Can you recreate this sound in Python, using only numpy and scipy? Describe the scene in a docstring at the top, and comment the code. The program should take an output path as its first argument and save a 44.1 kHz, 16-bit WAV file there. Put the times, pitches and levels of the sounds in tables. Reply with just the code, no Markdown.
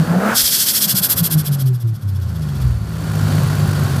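"""A roar of intake air and a boom of exhaust: a turbocharged straight-six is blipped in a workshop, heard in
mono from over the open engine bay. The throttle shuts, and trapped boost surges back through the compressor in
fading chuffs, about 14 a second. The exhaust booms on as the revs sink, and the engine settles into a rumbling
idle, with belts whirring and injectors ticking."""
import sys
import numpy as np
from scipy import signal
from scipy.fft import rfft, irfft
from scipy.io import wavfile

SR = 44100
rng = np.random.default_rng(int(sys.argv[2]) if len(sys.argv) > 2 else 0)


def waveform_to_disk(signal):
    """Save audio, clipped to [-1, 1], as 16-bit WAV at the path in sys.argv[1]."""
    frames = np.transpose(np.atleast_2d(signal))
    scaled = np.clip(frames, -1, 1) * 32767
    samples = np.round(scaled).astype(np.int16)
    wavfile.write(sys.argv[1], SR, samples)


N = 176400
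TIME = np.arange(N) / SR

# The revs. Each row: time in seconds, firings per second.
FIRING_RATE = [(0, 156), (.15, 175.5), (.3, 220), (.4, 249), (.55, 237), (.8, 208), (1, 190), (1.25, 163),
               (1.5, 144.4), (1.75, 123.5), (2, 104.6), (2.25, 87), (2.5, 72), (2.65, 63), (2.8, 53),
               (3, 54), (3.25, 50.3), (3.5, 50.2), (3.75, 49.5), (4, 44.7)]
# Belts, fan and block below the microphone. Each row: time in seconds, level in dB.
BAY_LEVEL = [(0, -28.5), (.4, -39.5), (1.2, -32.5), (1.6, -37.5), (1.73, -45.5), (1.96, -47), (2.3, -40),
             (2.62, -34.5), (2.8, -38.5), (3.05, -31), (3.3, -25.5), (3.55, -27), (4, -26)]
# Narrow rings of the engine. Each row: pitch in Hz, width in Hz, relative level in dB.
BAY_RINGS = [(369.5, 30.5, -11), (1076, 100, -13.5), (1415, 59, -16), (4495, 210, -16.5)]
# Exhaust note at the firing rate. Each row: time in seconds, level in dB.
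EXHAUST_BOOM = [(0, -8.5), (.025, -9.5), (.055, -38), (.11, -10.5), (.14, -21.5), (.17, -11), (.21, -22),
                (.26, -16.5), (.36, -38), (.65, -50), (.83, -32.5), (.87, -23), (.905, -47), (.945, -21),
                (.985, -35), (1.02, -24), (1.07, -61), (1.18, -33), (1.225, -10), (1.26, -31), (1.29, -32),
                (1.37, -8), (1.45, -30.5), (1.51, -12), (1.6, -21), (1.66, -12.5), (1.77, -18), (1.81, -30),
                (1.85, -13), (1.93, -17), (2, -40), (2.05, -17.5), (2.22, -19.5), (2.56, -35),
                (2.66, -14.5), (2.73, -23), (2.82, -35), (4, -57)]
# Its overtones. Each row: time in seconds, levels in dB at twice and three times the firing rate.
EXHAUST_OVERTONES = [(0, -43, -49), (.3, -34, -37), (.45, -55, -74), (1.2, -61, -72), (1.36, -31, -55),
                     (1.5, -56, -57), (1.64, -41, -54), (1.71, -52, -34), (1.76, -50, -60),
                     (1.81, -48, -59), (1.86, -49, -34.5), (1.97, -46, -58), (2.25, -36, -54),
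                     (2.4, -21, -50), (2.57, -24.5, -44), (2.66, -13.5, -40), (2.87, -28, -30.5),
                     (3, -27.5, -24.5), (3.25, -19, -20), (4, -19.5, -19.5)]
# Uneven firing. Each row: time in seconds, levels in dB of the rumble and of the crankshaft tones
# at 2/3 and 4/3 of the firing rate.
UNEVEN_FIRING = [(0, -25, -36, -32), (.3, -38, -43, -57), (.6, -39, -65, -72), (.95, -42.5, -34.5, -69),
                 (1.25, -30, -30.5, -39), (1.45, -28, -44, -34), (1.8, -37.5, -64, -41),
                 (2.25, -34.5, -42, -24), (2.5, -25.5, -60, -31.5), (2.7, -28, -55, -21),
                 (2.9, -30, -60, -32), (3.3, -21, -62, -35.5), (4, -21, -60, -44)]
# Heavy exhaust pops. Each row: centre in seconds, peak in dB, pitch in Hz.
EXHAUST_POPS = [(.44, -25, 70), (.872, -17.5, 170), (.943, -15.5, 147), (1.018, -17.5, 138),
                (1.16, -17.5, 119), (3.447, -2, 132), (3.82, -9, 135.4)]
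# Open-throttle roar. Each row: time in seconds, growl in dB, rasp in dB.
INTAKE_LEVELS = [(0, -25.5, -41), (.03, -38, -38), (.135, -21, -30), (.17, -25, -33), (.22, -21.5, -27),
                 (.3, -20.5, -21.5), (.335, -27, -21), (.39, -44.5, -43), (.6, -64, -61)]
# Compressor surges. Each row: centre in seconds, relative peak in dB.
SURGES = [(0.392, -8.5), (0.468, -11.5), (.545, -11), (.615, -11), (.692, -10.5), (.765, -10.5),
          (.835, -10), (0.906, -10.5), (0.978, -10.5), (1.048, -10), (1.117, -9.5), (1.187, -12),
          (1.257, -13), (1.329, -14), (1.397, -20), (1.47, -20.5), (1.538, -23.5), (1.61, -25),
          (1.676, -31), (1.751, -38), (1.817, -37.5), (1.887, -42.5), (1.957, -41), (2.027, -43.5),
          (2.093, -40.5), (2.163, -42.5), (2.229, -41.5), (2.296, -42.5), (2.364, -42.5), (2.429, -41),
          (2.493, -42), (2.561, -41.5), (2.622, -38.5)]
# Surges shorten as boost drains. 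Each row: time in seconds, half length in seconds.
SURGE_HALF_LENGTH = [(.39, 0.035), (.55, 0.036), (.77, 0.028), (.91, 0.025), (1.1, 0.022), (1.6, 0.018),
                     (2.6, 0.011)]
# Intake pipe resonances. Each row: pitch in Hz, width in Hz, relative dB at high, low and spent boost.
PIPE_RINGS = [(3390, 200, -15.5, -17, -2.5), (5150, 720, -14, -18, -2), (11370, 380, -27, -8.5, -8.5),
              (12810, 270, -15, -5.5, -15)]
# Thin jet leaking at high boost. Each row: time in seconds, level in dB.
LEAK_LEVEL = [(.33, -62), (.355, -19), (.7, -21), (.82, -23), (.95, -56), (1.2, -70)]
# Tone of each noise at the microphone. Each row: frequency in Hz, relative level in dB.
WHIRR_SPECTRUM = [(150, -10), (250, 3.5), (297, -4.5), (365, -8), (457, -8.5), (542, -6.5), (739, -8.5),
                  (849, -11.5), (1040, -11.5), (1260, -11.5), (1420, -8), (2080, -19), (3860, -20),
                  (4510, -20.5), (4910, -21.5), (12000, -25.5), (15300, -30)]
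TICK_SPECTRUM = [(4000, -24), (7000, -6), (12000, 4), (15000, -2.5)]
RUMBLE_SPECTRUM = [(20, -33), (40, -20), (62, -8.5), (100, 4), (150, 3), (200, 1.5), (260, -17.5),
                   (400, -38.5), (900, -80)]
GROWL_SPECTRUM = [(200, 2.5), (300, -3.5), (390, -8.5), (480, 2.5), (570, -3), (680, 1), (900, -7.5),
                  (3000, -57)]
RASP_SPECTRUM = [(700, -18.5), (1300, 3.5), (1620, 1), (2100, -10), (3500, -16.5), (15000, -22)]
HIGH_BOOST_SPECTRUM = [(1060, -33), (1800, -10), (2400, -12.5), (2950, -9), (3190, -1.5), (3400, -4),
                       (3780, -6.5), (4490, -0.5), (5180, 0.5), (6830, -6), (8550, -3.5), (10100, -8.5),
                       (11200, -3), (13000, -8), (15300, -10.5)]
LOW_BOOST_SPECTRUM = [(1180, -48), (2000, -15), (2350, -17), (2980, -10), (3280, -11), (3720, -17),
                      (3920, -7), (5190, -7), (6810, -13), (8500, -5.5), (9340, -9), (11200, -2.5),
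                      (12200, -1.5), (12800, -1.5), (15300, -11.5)]
HOLLOW_SPECTRUM = [(900, -16), (1550, 7.5), (2100, -8), (3000, -23), (8000, -50)]
GULP_SPECTRUM = [(120, 7), (650, 0), (1100, -1), (4000, -45)]
LEAK_SPECTRUM = [(5500, -31), (8500, -8), (11200, 3.5), (15000, -2.5)]

CYLINDERS = 6
HIGH_BOOST_S, LOW_BOOST_S, SPENT_S = .52, 1.1, 2.36


def from_db(db):
    """Decibels to gain."""
    return 10 ** (np.asarray(db) / 20)


def rms_one(x):
    """Scale to unit level."""
    return x / np.sqrt(np.mean(x ** 2) + 1e-20)


def in_time(rows):
    """Each column of a curve at every sample."""
    times, *columns = np.transpose(rows)
    return [np.interp(TIME, times, column) for column in columns]


def noise():
    """White noise."""
    return rng.standard_normal(N)


def coloured(x, spectrum):
    """Shape x by a spectrum, rolling off below its first point; unit level."""
    hz, db = np.transpose(spectrum)
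    bins = np.maximum(np.fft.rfftfreq(2 * N, 1 / SR), 1)
    gain = from_db(np.interp(np.log(bins), np.log(hz), db)) * np.minimum(bins / hz[0], 1) ** 2
    return rms_one(irfft(rfft(x, 2 * N) * gain)[:N])


def drift(hz):
    """Random wander with spread 1, mostly slower than hz."""
    step, settle = 40, 2000
    pole = np.exp(-2 * np.pi * hz * step / SR)
    kicks = rng.standard_normal(N // step + settle + 2)
    slow = signal.lfilter([1], [1, -2 * pole, pole ** 2], kicks)[settle:]
    return np.interp(np.arange(N) / step, np.arange(len(slow)), rms_one(slow))


def ringing_noise(hz, width):
    """Noise through one resonance; unit level."""
    pole = np.exp(-np.pi * width / SR)
    feedback = [1, -2 * pole * np.cos(2 * np.pi * hz / SR), pole ** 2]
    return rms_one(signal.lfilter([1, 0, -1], feedback, noise()))


def cyclic_noise(firings, tonal, top_hz):
    """Noise of which a part repeats every engine cycle, so that its lines follow the revs."""
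    size = 4096
    position = firings / CYLINDERS * size
    loop = np.interp(position, np.arange(size), rng.standard_normal(size), period=size)
    loop = signal.sosfilt(signal.butter(2, top_hz, fs=SR, output="sos"), loop)
    return np.sqrt(tonal * np.gradient(position)) * loop + np.sqrt(1 - tonal) * noise()


def machinery(firings):
    """Block and belts whirr below the microphone, clattering with the valve gear; the injectors tick strong and
    weak by turns."""
    level_db, = in_time(BAY_LEVEL)
    clatter = 1 + .23 * np.cos(2 * np.pi * firings) * drift(22)
    whirr = coloured(clatter * cyclic_noise(firings, tonal=.19, top_hz=2550), WHIRR_SPECTRUM)
    rings = sum(from_db(db) * ringing_noise(hz, width) for hz, width, db in BAY_RINGS)
    strength = np.where(np.floor(firings) % 2, .28, 1) * from_db(1.8 * drift(16))
    decay = np.exp(-3.4 * (firings % 1))
    ticks = rms_one(strength * decay * coloured(noise(), TICK_SPECTRUM))
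    return from_db(level_db) * (whirr + rings + from_db(-18) * ticks)


def exhaust(firings):
    """Tones locked to the crankshaft, over the rumble of unequal firing pulses."""
    def tone(multiple, db, waver_db):
        amplitude = np.sqrt(2) * from_db(db + waver_db * drift(8.4))
        return amplitude * np.sin(2 * np.pi * (multiple * firings + rng.random()))
    boom_db, = in_time(EXHAUST_BOOM)
    second_db, third_db = in_time(EXHAUST_OVERTONES)
    rumble_db, below_db, above_db = in_time(UNEVEN_FIRING)
    tones = tone(1, boom_db, waver_db=.7)
    tones += tone(2, second_db, waver_db=1.5) + tone(3, third_db, waver_db=1.5)
    tones += tone(2 / 3, below_db, waver_db=2) + tone(4 / 3, above_db, waver_db=2)
    starts = np.flatnonzero(np.diff(np.floor(firings)))
    pulses = np.zeros(N)
    pulses[starts] = rng.standard_normal(len(starts))
    pulses = rms_one(pulses / np.sqrt(np.gradient(firings)))  # equal power at any revs
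    return tones + from_db(rumble_db) * coloured(pulses + 1.05 * noise(), RUMBLE_SPECTRUM)


def pops(half_length_s=.0076):
    """Now and then one firing thumps out of the exhaust pipe."""
    thumps = np.zeros(N)
    for centre, db, hz in EXHAUST_POPS:
        t = TIME - centre
        envelope = np.exp(-np.minimum((t / half_length_s) ** 2, 20))
        thumps += from_db(db) * envelope * np.cos(2 * np.pi * hz * t)
    return thumps


def intake(firings):
    """Air is drawn once a firing, growling and rasping while the throttle is open."""
    growl_db, rasp_db = in_time(INTAKE_LEVELS)
    suction = 1 + .13 * np.cos(2 * np.pi * firings)
    flow = suction * cyclic_noise(firings, tonal=.36, top_hz=3060)
    growl = from_db(growl_db) * coloured(flow, GROWL_SPECTRUM)
    return growl + from_db(rasp_db) * coloured(flow, RASP_SPECTRUM)


def escaping_air(low_cut_hz=2340):
    """Trapped boost hisses out; the intake pipe whistles more clearly as it drains."""
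    drained = np.interp(TIME, [HIGH_BOOST_S, LOW_BOOST_S], [0, 1])
    air = np.sqrt(1 - drained) * coloured(noise(), HIGH_BOOST_SPECTRUM)
    air += np.sqrt(drained) * from_db(-2) * coloured(noise(), LOW_BOOST_SPECTRUM)
    for hz, width, *levels_db in PIPE_RINGS:
        ring_db = np.interp(TIME, [HIGH_BOOST_S, LOW_BOOST_S, SPENT_S], levels_db)
        air += from_db(ring_db) * ringing_noise(hz, width)
    return signal.sosfilt(signal.butter(1, low_cut_hz, "high", fs=SR, output="sos"), air)


def turbo_flutter(squareness=2.75, rise_stretch=1.057, gulp_delay_s=.034):
    """Boost surges back through the compressor in hollow puffs, each with a gulp, over a thin leak."""
    power = np.zeros(N)
    for centre, db in SURGES:
        half_s = np.interp(centre, *np.transpose(SURGE_HALF_LENGTH))
        offset = abs(TIME - centre) / (half_s * np.where(TIME < centre, rise_stretch, 1))
        power += from_db(db) ** 2 * np.exp(-2 * np.minimum(offset ** squareness, 20))
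    puffs = np.sqrt(power)
    hiss = escaping_air() * from_db(-2.5 + .5 * drift(90))
    hollow = from_db(-25) * coloured(noise(), HOLLOW_SPECTRUM)
    late_puffs = np.interp(TIME - gulp_delay_s, TIME, puffs)
    gulps = from_db(-32.5) * late_puffs * coloured(noise(), GULP_SPECTRUM)
    leak = from_db(in_time(LEAK_LEVEL)[0]) * coloured(noise(), LEAK_SPECTRUM)
    return puffs * (hiss + hollow) + gulps + leak


def scene():
    """Engine and turbo from one spot over the bay, the same in both channels."""
    firings = np.cumsum(in_time(FIRING_RATE)[0]) / SR  # running count
    mono = exhaust(firings) + machinery(firings) + pops() + intake(firings) + turbo_flutter()
    return np.stack([mono, mono])


def record(dry, ceiling=.86, cutoff_hz=15250):
    """The highest peaks are rounded off and the top is cut steeply."""
    rounded = dry / (1 + (dry / ceiling) ** 8) ** (1 / 8)
    return signal.sosfilt(signal.ellip(12, .1, 90, cutoff_hz, fs=SR, output="sos"), rounded)


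dry = scene()
out = record(dry)
waveform_to_disk(out)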